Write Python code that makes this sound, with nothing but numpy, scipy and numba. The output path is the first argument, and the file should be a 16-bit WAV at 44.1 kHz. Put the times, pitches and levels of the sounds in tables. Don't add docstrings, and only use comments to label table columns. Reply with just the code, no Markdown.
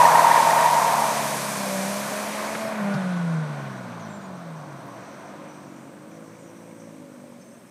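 import sys
import numpy as np
from scipy import signal
from scipy.fft import rfft, irfft, next_fast_len
from scipy.io import wavfile
from scipy.ndimage import uniform_filter1d
from numba import njit

SR = 44100
rng = np.random.default_rng(int(sys.argv[2]) if len(sys.argv) > 2 else 0)


def file_out(sig):
    cols = np.atleast_2d(sig).T
    lim = np.clip(cols, -1, 1)
    pcm = np.round(lim * 32767).astype(np.int16)
    wavfile.write(sys.argv[1], SR, pcm)


def boost(x):
    u = np.asarray(x, float) / 20
    return 10 ** u


N = 339570
T = np.arange(N) / SR

# time in seconds, cycle rate in Hz, effort in dB, lope in dB added to lines under
# the firing rate, bark in dB added to the top lines.
PULL = [
    (0, 40.3, -32, 1, 2),
    (.7, 38.2, -36, 2, 5),
    (1, 36.7, -31, -3, 0),
    (1.4, 34.7, -31, 2.5, -8),
    (1.78, 31.92, -24, -8, -1),
    (2.06, 34.4, -28.5, -5, -4),
    (2.37, 35.05, -29.5, -24, -6),
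    (2.63, 36.71, -27.5, -22, 1),
    (2.75, 35.85, -29.5, -14, 1),
]
# time in seconds, level in dB, bark in dB added to the top lines.
COAST = [(2.75, -33, 0), (2.79, -31, 0), (2.82, -27, 3), (2.92, -26, 5), (2.98, -27, 2), (3.04, -27.5, -3),
         (3.15, -27, -5), (3.33, -26.5, -2), (3.6, -28, 0), (3.8, -29, -4), (4.04, -32, -9),
         (4.3, -33, -12), (4.6, -29, -14), (4.9, -26, -16), (5.1, -38, -20)]
# time in seconds, cycle rate in Hz.
COAST_RATE = [(2.75, 36.3), (2.79, 35), (2.83, 33.6), (2.92, 33.4), (3, 31.5), (3.26, 28.2), (3.59, 23.5),
              (3.76, 21.3), (4.21, 16.3), (4.72, 11.7), (5.1, 8.6)]
# multiple of the cycle rate, level in dB.
PULL_LINES = [(3, -7), (4, -8.5), (5, -18), (6, -4.5), (7, -33.5), (8, -10.5), (10, -21), (12, -20),
              (15, -32), (16, -23), (18, -16), (24, -39), (30, -33)]
COAST_LINES = [(5, -17), (6, -1), (7, -24), (9, -13.5), (12, -10.5), (15, -23), (18, -16.5), (24, -26)]
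# frequency in Hz, gain in dB.
PULL_PIPE = [(60, -65), (105, -35), (150, 2), (190, -1.5), (240, -9), (345, -9.5), (480, 2.5), (640, 9.5),
             (780, 9.5)]
COAST_PIPE = [(70, -58.5), (105, -17.5), (130, -11), (160, 3), (200, 1.5), (250, -8), (300, -24), (400, -9),
              (560, 3.5), (800, -4)]
# start in seconds, thump in dB, crack in dB, crack centre in Hz.
POPS = [
    (2.549, -60, -29.5, 1500),
    (2.547, -60, -30.5, 407),
    (2.815, -36, -49, 900),
    (2.939, -20.5, -42, 4420),
    (2.945, -60, -32, 650),
    (3.016, -33, -36, 620),
]

# start in seconds, peak in dB, pitch in Hz.
TREAD_SLIPS = [(.003, -5.5, 970), (0.013, -3, 960), (0.053, -2, 925), (.072, -33, 1010), (0.359, -8.5, 910),
               (0.042, -13, 990), (0.09, -9, 970), (0.154, -3.5, 915), (0.193, -3, 1060), (0.225, -15, 1050),
         (0.245, -3, 960), (0.268, -5.5, 940), (0.312, -2, 930), (0.342, -3.5, 950), (0.402, -8, 880),
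         (0.427, -8.5, 1040), (0.448, -16, 946), (0.473, -6.5, 880), (0.495, -7, 926), (0.532, -9, 914),
         (0.565, -8, 918), (0.577, -6.5, 930), (0.618, -12, 870), (0.642, -9, 830), (0.659, -6, 940),
         (0.684, -11.5, 945), (0.709, -13, 947), (0.729, -11, 953), (0.767, -9, 880), (0.786, -11, 900),
         (0.845, -10.5, 934), (0.877, -13.5, 986), (0.897, -27, 937), (0.938, -12.5, 824),
         (0.996, -19, 951), (1.02, -10, 800), (1.039, -15, 900), (1.086, -15, 1030), (1.108, -21, 920),
         (1.139, -28, 810), (1.184, -24, 982), (1.206, -21, 810), (1.243, -25, 950), (1.326, -23, 991),
         (1.342, -24, 905)]
# time in seconds, main pitch in Hz, upper pitch in Hz.
ROWS = [(0, 947.2, 1026), (.2, 942.4, 1075), (.35, 934, 1076), (.5, 917, 1044), (.6, 933.7, 1044),
        (.7, 960.4, 1034), (.85, 922, 1045), (1, 936, 1013), (1.1, 930, 1004), (1.5, 920, 980)]
# peak time in seconds, peak in dB, pitch in Hz.
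SHRIEKS = [(0.0149, -19, 1836), (0.0572, -8.5, 1818), (0.1221, -17, 1610), (0.1544, -18, 1850),
           (0.2099, -18, 1850), (0.2674, -17, 1880), (0.314, -14, 1810), (0.3721, -20, 1840),
           (0.4773, -29, 1900), (0.5094, -16, 1880), (0.5894, -18, 1830), (0.6744, -20, 1850)]
# time in seconds, level in dB.
SPIN = [
    (0, -33),
    (1.07, -35),
    (2.17, -39),
    (2.62, -44),
    (2.76, -51),
    (3.42, -58),
    (4.4, -63),
]
# frequency in Hz, density in dB per Hz.
HISS = [(1650, -5.5), (2800, -5), (5180, -2), (6200, 0.5), (7410, -3.5), (8680, -4), (11600, -12),
        (13700, -21), (15500, -26)]

# time in seconds, level in dB.
ROLL = [(0, -20.5), (.12, -23), (.4, -22), (.9, -25.5), (1.5, -30), (1.9, -31.5), (2.5, -30), (2.8, -32.5),
        (2.95, -32.5), (3.1, -34.5), (3.5, -37.5), (4, -38.5), (4.5, -42), (5.1, -42), (5.6, -46),
        (6, -49.5), (7, -54.5), (7.7, -56)]
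# frequency in Hz, density in dB per Hz.
ROAR = [(30, -55), (60, -34.5), (120, -14), (190, -6.5), (420, -13.5), (670, -3.5), (790, -10),
        (1030, -7.5), (1370, -14), (1560, -12), (2050, -14), (2450, -16.5), (2750, -22), (4200, -25),
        (8000, -45)]
# time in seconds, gain in dB.
UPPER_MIDDLE = [(0, 0.5), (3.6, 1), (4.2, -3), (4.8, -2.5), (5.2, 0), (6.4, 2.5), (7.7, 5.5)]

# time in seconds, effort in dB, lope in dB, bark in dB, extra of the firing line in dB.
OTHER = [(4.6, -58, 9, -6, -3), (4.9, -53.5, 1, -7, -3), (5.1, -57, 0.5, -8, -2), (5.3, -52, 2, -5, -8),
         (5.5, -49.5, -1, -11, -4), (5.79, -52.5, 0, -6, 2), (5.97, -51.5, -3, -7, -9),
         (6.17, -53, 3, -4, 2.5), (6.57, -52, 1, -7, -3.5), (6.89, -54, 5.5, -3, 5),
         (7.1, -53.5, 1.5, 2.5, 6), (7.35, -60, 2, 2, 13), (7.7, -70, 3, -2, 14)]
# time in seconds, cycle rate in Hz.
OTHER_RATE = [(4.6, 45.5), (4.9, 47.5), (5.08, 46.5), (5.3, 49.6), (5.5, 50.4), (5.68, 46.9), (5.8, 45.4),
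              (5.97, 49.5), (6.17, 54.5), (6.58, 56.1), (6.87, 55.7), (7.06, 51), (7.32, 47.7), (7.7, 46.5)]
# multiple of the cycle rate, level in dB.
OTHER_LINES = [(2, -3), (3, -3.5), (4, -2), (5, 0.5), (6, 1), (7, -0.5), (8, 1.5), (9, -1), (10, -11),
               (11, -2), (12, -2.5)]
# frequency in Hz, gain in dB.
OTHER_PIPE = [(80, -23), (140, 0.5), (240, -2), (330, 2), (380, -16), (490, -1), (570, 5), (640, -17),
              (700, -22)]

# start in seconds, length in seconds, pitch in Hz, level in dB.
WHISTLES = [(4.006, 0.068, 5900, -54), (4.097, 0.1, 5920, -63), (4.08, 0.11, 7370, -55),
            (4.19, 0.088, 6840, -58), (5.478, .049, 5900, -57), (5.65, 0.26, 6986, -65),
            (6.38, .1, 6900, -62), (7.401, 0.031, 6200, -57), (7.438, 0.065, 6230, -61),
            (7.49, .1, 6200, -65), (7.65, .05, 6900, -68)]
# start in seconds, start pitch in Hz, end pitch in Hz, level in dB.
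CHIPS = [(3.995, 6900, 6000, -53), (4.03, 5900, 4900, -60), (7.312, 5000, 6700, -66),
         (7.332, 6700, 5200, -68), (7.412, 5100, 5660, -61), (7.424, 5100, 5900, -61),
         (7.51, 5200, 5490, -63), (7.589, 5100, 5600, -63), (7.62, 5600, 7000, -68),
         (7.667, 5100, 5440, -64), (7.68, 5100, 5740, -63)]
# peak time in seconds, level in dB.
CICADA_SWELLS = [(3.0, -62), (3.5, -62), (4.0, -62.5), (4.6, -64.5), (5.15, -61), (5.6, -68), (6.3, -66),
                 (6.8, -67)]
# start in seconds, level in dB, centre in
# Hz.
TICKS = [
    (4.862, -54, 14000),
    (5.6, -53, 380),
    (6.799, -44, 600),
    (7.2, -50, 1104),
    (7.238, -45, 600),
    (7.275, -57, 2600),
    (7.29, -56, 11000),
    (7.32, -47, 800),
    (7.335, -59, 2800),
    (7.572, -45, 500),
]
# frequency in Hz, density in dB per Hz.
STILL_AIR = [(15, -56), (25, -27), (55, -33), (234, -3), (411, -12), (568, -5), (744, -22), (2180, -24),
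             (2710, -26), (4650, -29), (8390, -26.5), (10000, -30), (15600, -35.5)]


def level(x, db):
    return x * boost(db) / np.sqrt(np.mean(x ** 2))


def curves(table):
    s, *columns = np.transpose(table)
    gate = np.interp(T, [s[0] - .04, s[0], s[-1], s[-1] + .04], [0, 1, 1, 0])
    return [np.interp(T, s, column) for column in columns], gate


def walk(rate_hz):
    hold = int(SR / rate_hz)
    steps = np.repeat(rng.standard_normal(N // hold + 1), hold)
    return 1.3 * uniform_filter1d(uniform_filter1d(steps, hold), hold)[:N]


@njit
def svf(x, hz, width_hz):
    y, band, low = np.empty(len(x)), 0., 0.
    for i in range(len(x)):
        g, k = np.tan(np.pi * hz[i] / SR), width_hz / hz[i]
        v = (band + g * (x[i] - low)) / (1 + g * (g + k))
        band, low, y[i] = 2 * v - band, low + 2 * g * v, k * v
    return y


def ring(x, hz, width_hz):
    hz = hz + np.zeros(len(x))
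    return svf(svf(x, hz, 1. * width_hz), hz, 1. * width_hz)


def ringing_noise(hz, width_hz, db):
    return level(ring(rng.standard_normal(N), hz, width_hz), db)


def airy(spectrum, flicker_db, rate_hz, band_db=lambda hz: 0):
    size = next_fast_len(N)
    octave = np.log2(np.maximum(np.arange(size // 2 + 1) * SR / size, 1))
    hz, db = np.transpose(spectrum)
    colour_db = np.interp(octave, np.log2(hz), db, left=-150, right=-150)
    noise = rfft(level(rng.standard_normal(size), 0)) * boost(colour_db)
    noise = noise / np.std(irfft(noise, size))
    out = 0
    for centre in np.arange(np.log2(hz[0]), np.log2(hz[-1]) + .5, .5):
        share = np.cos(np.pi * np.clip(octave - centre, -.5, .5)) ** 2
        gain_db = band_db(2 ** centre) + flicker_db * walk(rate_hz)
        out = out + irfft(noise * share, size)[:N] * boost(gain_db)
    return out


def scatter_back(x, tail):
    return signal.fftconvolve(x, tail / np.sqrt(np.sum(tail ** 2)))[:N]


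def exhaust(turns, hz, level_db, lines, pipe, flutter_db, spread, lope_db=0, bark_db=0, firings=6, firing_db=0):
    start = spread * rng.random(40)
    pipe_hz, pipe_db = np.transpose(pipe)
    out = 0
    for k, db in lines:
        gain_db = level_db + db + np.interp(np.log(k * hz), np.log(pipe_hz), pipe_db) + flutter_db * walk(9.9)
        if k < firings:
            gain_db = gain_db + lope_db
        if k == firings:
            gain_db = gain_db + firing_db
        if k > 2 * firings:
            gain_db = gain_db + bark_db + 1.5 * walk(35)
        out = out + np.sqrt(2) * boost(gain_db) * np.sin(2 * np.pi * (k * turns + start[k]))
    return out


def backfires(note):
    thump_hz, rise_s, swallow_db, swallow_s = 154, 0.02, -24, 0.0082
    pops, noise = 0, rng.standard_normal(N)
    for s, thump_db, crack_db, crack_hz in POPS:
        age = np.maximum(T - s, 0)
        swallowed = np.clip(boost(thump_db - swallow_db), 0, 1)
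        note = note * (1 - swallowed * np.exp(-((T - s - rise_s) / swallow_s) ** 2))
        swing_up = (age / rise_s * np.exp(1 - age / rise_s)) ** 3
        thump = boost(thump_db) * swing_up * np.sin(2 * np.pi * thump_hz * age)
        burst = level(ring(noise, crack_hz, 400 + 0.39 * crack_hz), crack_db)
        crack = burst * np.e * age / 0.0034 * np.exp(-age / 0.0038)
        pops = pops + thump + crack
    return note + pops


def car():
    (pull_hz, pull_db, lope_db, bark_db), _ = curves(PULL)
    (coast_db, coast_bark_db), coasting = curves(COAST)
    (coast_hz,), _ = curves(COAST_RATE)
    lift_s = COAST[0][0]
    throttle = np.clip((lift_s - T) / .04, 0, 1)
    cycle_hz = np.where(T < lift_s, pull_hz, coast_hz)
    turns = np.cumsum(cycle_hz * (1 + 0.001 * walk(24))) / SR
    pull = exhaust(turns, pull_hz, pull_db, PULL_LINES, PULL_PIPE, flutter_db=0.6, spread=0,
                   lope_db=lope_db, bark_db=bark_db)
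    coast = exhaust(turns, coast_hz, coast_db, COAST_LINES, COAST_PIPE, flutter_db=.7, spread=0,
                    bark_db=coast_bark_db)
    note = backfires(pull * throttle + coast * coasting)
    rasp_db, rasp_db_per_octave = -14, 14
    rasp_db = coast_db + rasp_db + rasp_db_per_octave * np.log2(coast_hz / COAST_RATE[0][1])
    return note + ringing_noise(1463, 140, 1.9) * boost(rasp_db) * coasting


def squeal():
    hz, squeal_db = 955 - 25 * T, -14 - 7.5 * T
    slip_s, lag_s, slip_db, detune = 0.0039, 0.0027, -4.5, .55
    (row_hz, upper_hz), _ = curves(ROWS)
    turns = np.cumsum(row_hz * (1 + .012 * walk(120))) / SR
    bursts, slips = 0, 0
    for s, db, slip_hz in TREAD_SLIPS:
        age = T - s - lag_s
        burst = boost(db + slip_db) * np.exp(-(age / slip_s) ** 2)
        bursts = bursts + burst
        slips = slips + burst * np.sin(2 * np.pi * (turns + detune * (slip_hz - row_hz) * age))
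    tread = boost(-8 + 1.8 * walk(70)) * np.sqrt(2) * np.sin(2 * np.pi * turns)
    blocks = ringing_noise(hz * 0.985, 320, -3.2) / (1 + 1.1 * bursts / boost(squeal_db))
    swing = tread + blocks + ringing_noise(upper_hz, 69, -13.5)
    lower = ringing_noise(679, 130, -12)
    octave = level(ring((swing + slips / boost(squeal_db)) ** 2, 2 * hz, 240), -27.5)
    spinning = np.interp(T, [1.08, 1.16, 1.5], [1, .6, 0])
    return slips + boost(squeal_db) * spinning * (swing + lower + octave)


def shrieks():
    length_s, gain_db = 0.0042, -6
    out = 0
    for s, db, hz in SHRIEKS:
        out = out + boost(db + gain_db) * np.exp(-((T - s) / length_s) ** 2) * np.sin(2 * np.pi * hz * T)
    return out


def torn_rubber():
    (hiss_db,), _ = curves(SPIN)
    top_db = 12.5 - 1 * T
    hiss = airy(HISS, flicker_db=0.5, rate_hz=14, band_db=lambda hz: top_db * np.clip(np.log2(hz / 7500), 0, 1))
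    grooves = ringing_noise(2380, 290, -10.0)
    return boost(hiss_db + 1.0) * (hiss + grooves) * np.interp(T, [3.3, 4.4], [1, 0])


def roar():
    (db,), _ = curves(ROLL)
    (upper_middle_db,), _ = curves(UPPER_MIDDLE)
    faded_db = -23.0 - db
    tilt_db_per_octave = 0.14 + 0.034 * faded_db
    rumble_db, top_db = -9 + 0.65 * faded_db, -2.17 - 0.2 * faded_db

    def colour_db(hz):
        tilt_db = tilt_db_per_octave * max(np.log2(hz / 750), 0)
        return tilt_db + rumble_db * (70 < hz < 420) + top_db * (hz > 1900) + upper_middle_db * (1600 < hz < 3000)

    return boost(db) * airy(ROAR, flicker_db=0.98, rate_hz=14, band_db=colour_db)


def other_car():
    (db, lope_db, bark_db, firing_db), gate = curves(OTHER)
    (hz,), _ = curves(OTHER_RATE)
    turns = np.cumsum(hz * (1 + 0.0019 * walk(24.86))) / SR
    puffs = np.exp(-(turns % 1) / .2) * boost(1.5 * walk(40)) * rng.standard_normal(N)
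    gas = level(ring(puffs, 550, 130), -3.0) + level(ring(puffs, 810, 500), -11)
    gas = gas + level(ring(puffs, 2230, 380), -17.0)
    note = exhaust(turns, hz, db, OTHER_LINES, OTHER_PIPE, flutter_db=.8, spread=.15, lope_db=lope_db,
                   bark_db=bark_db, firings=5, firing_db=firing_db)
    note = note - .75 * svf(note, np.full(N, 410.), 110.)
    return (note + boost(db + lope_db) * gas) * gate


def trees(engines):
    t60_s, return_db = 0.72, -19
    age = T[:SR]
    trunks = rng.standard_normal(SR) * boost(-60 * age / t60_s) * (age > .03)
    return boost(return_db) * scatter_back(engines, trunks)


def birds():
    chip_s, leaves_t60_s, leaves_db = 0.0226, .22, -5
    warble, flutter = 1 + .014 * walk(300), boost(2.5 * walk(160) - 1.5)
    notes = [(s, length_s, hz, hz, db) for s, length_s, hz, db in WHISTLES]
    notes = notes + [(s, chip_s, start_hz, end_hz, db) for s, start_hz, end_hz, db in CHIPS]
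    song = 0
    for s, length_s, start_hz, end_hz, db in notes:
        part = np.clip((T - s) / length_s, 0, 1)
        glide = np.cumsum((start_hz + (end_hz - start_hz) * part) * warble) / SR
        swell = np.sqrt(2 * np.abs(np.sin(np.pi * part)))
        song = song + flutter * boost(db - 3.0) * swell * np.sin(2 * np.pi * glide)
    leaves = rng.standard_normal(SR // 2) * boost(-60 * T[:SR // 2] / leaves_t60_s)
    return song + boost(leaves_db) * scatter_back(song, leaves)


def insects():
    crickets = ringing_noise(8300, 620, -66.5) * boost(1.5 * walk(90))
    swell, swell_s = boost(-72), 0.26
    for s, db in CICADA_SWELLS:
        swell = swell + boost(db) * np.exp(-((T - s) / swell_s) ** 2)
    cicadas = ringing_noise(5950, 1150, -2.0) * swell * boost(1.8 * walk(50) + 1.2 * walk(18))
    return crickets + cicadas


def ticks():
    rise_s, fade_s = .002, .005
    out, noise = 0, rng.standard_normal(N)
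    for s, db, hz in TICKS:
        burst = level(ring(noise, hz, 300 + 0.37 * hz), db)
        out = out + burst * np.clip((T - s) / rise_s, 0, 1) ** 2 * np.exp(-np.maximum(T - s, 0) / fade_s)
    return out


def still_air():
    return boost(-53.5) * airy(STILL_AIR, flicker_db=.7, rate_hz=8)


def scene():
    engines = car() + other_car()
    tyres = squeal() + shrieks() + torn_rubber()
    woods = birds() + insects() + ticks() + still_air()
    return (engines + trees(engines) + tyres + roar() + woods)[None]


def band_limit(x):
    return signal.sosfilt(signal.butter(12, 15720, fs=SR, output="sos"), x)


def record(dry):
    mask_hz, mask_ratio_db, duck_db = 12300, 39, -14
    thin = signal.sosfilt(signal.butter(2, 40, "high", fs=SR, output="sos"), dry)
    top = signal.sosfiltfilt(signal.butter(4, mask_hz, "high", fs=SR, output="sos"), thin)
    power, top_power = uniform_filter1d(thin ** 2, size=8192), uniform_filter1d(top ** 2 + 1e-12, size=8192)
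    ratio_db = 10 * np.log10(power / top_power)
    duck = boost(duck_db * np.clip((ratio_db - mask_ratio_db) / 4, 0, 1))
    mix = thin - top * (1 - duck)
    return band_limit(mix)


dry = scene()
out = record(dry)
file_out(out)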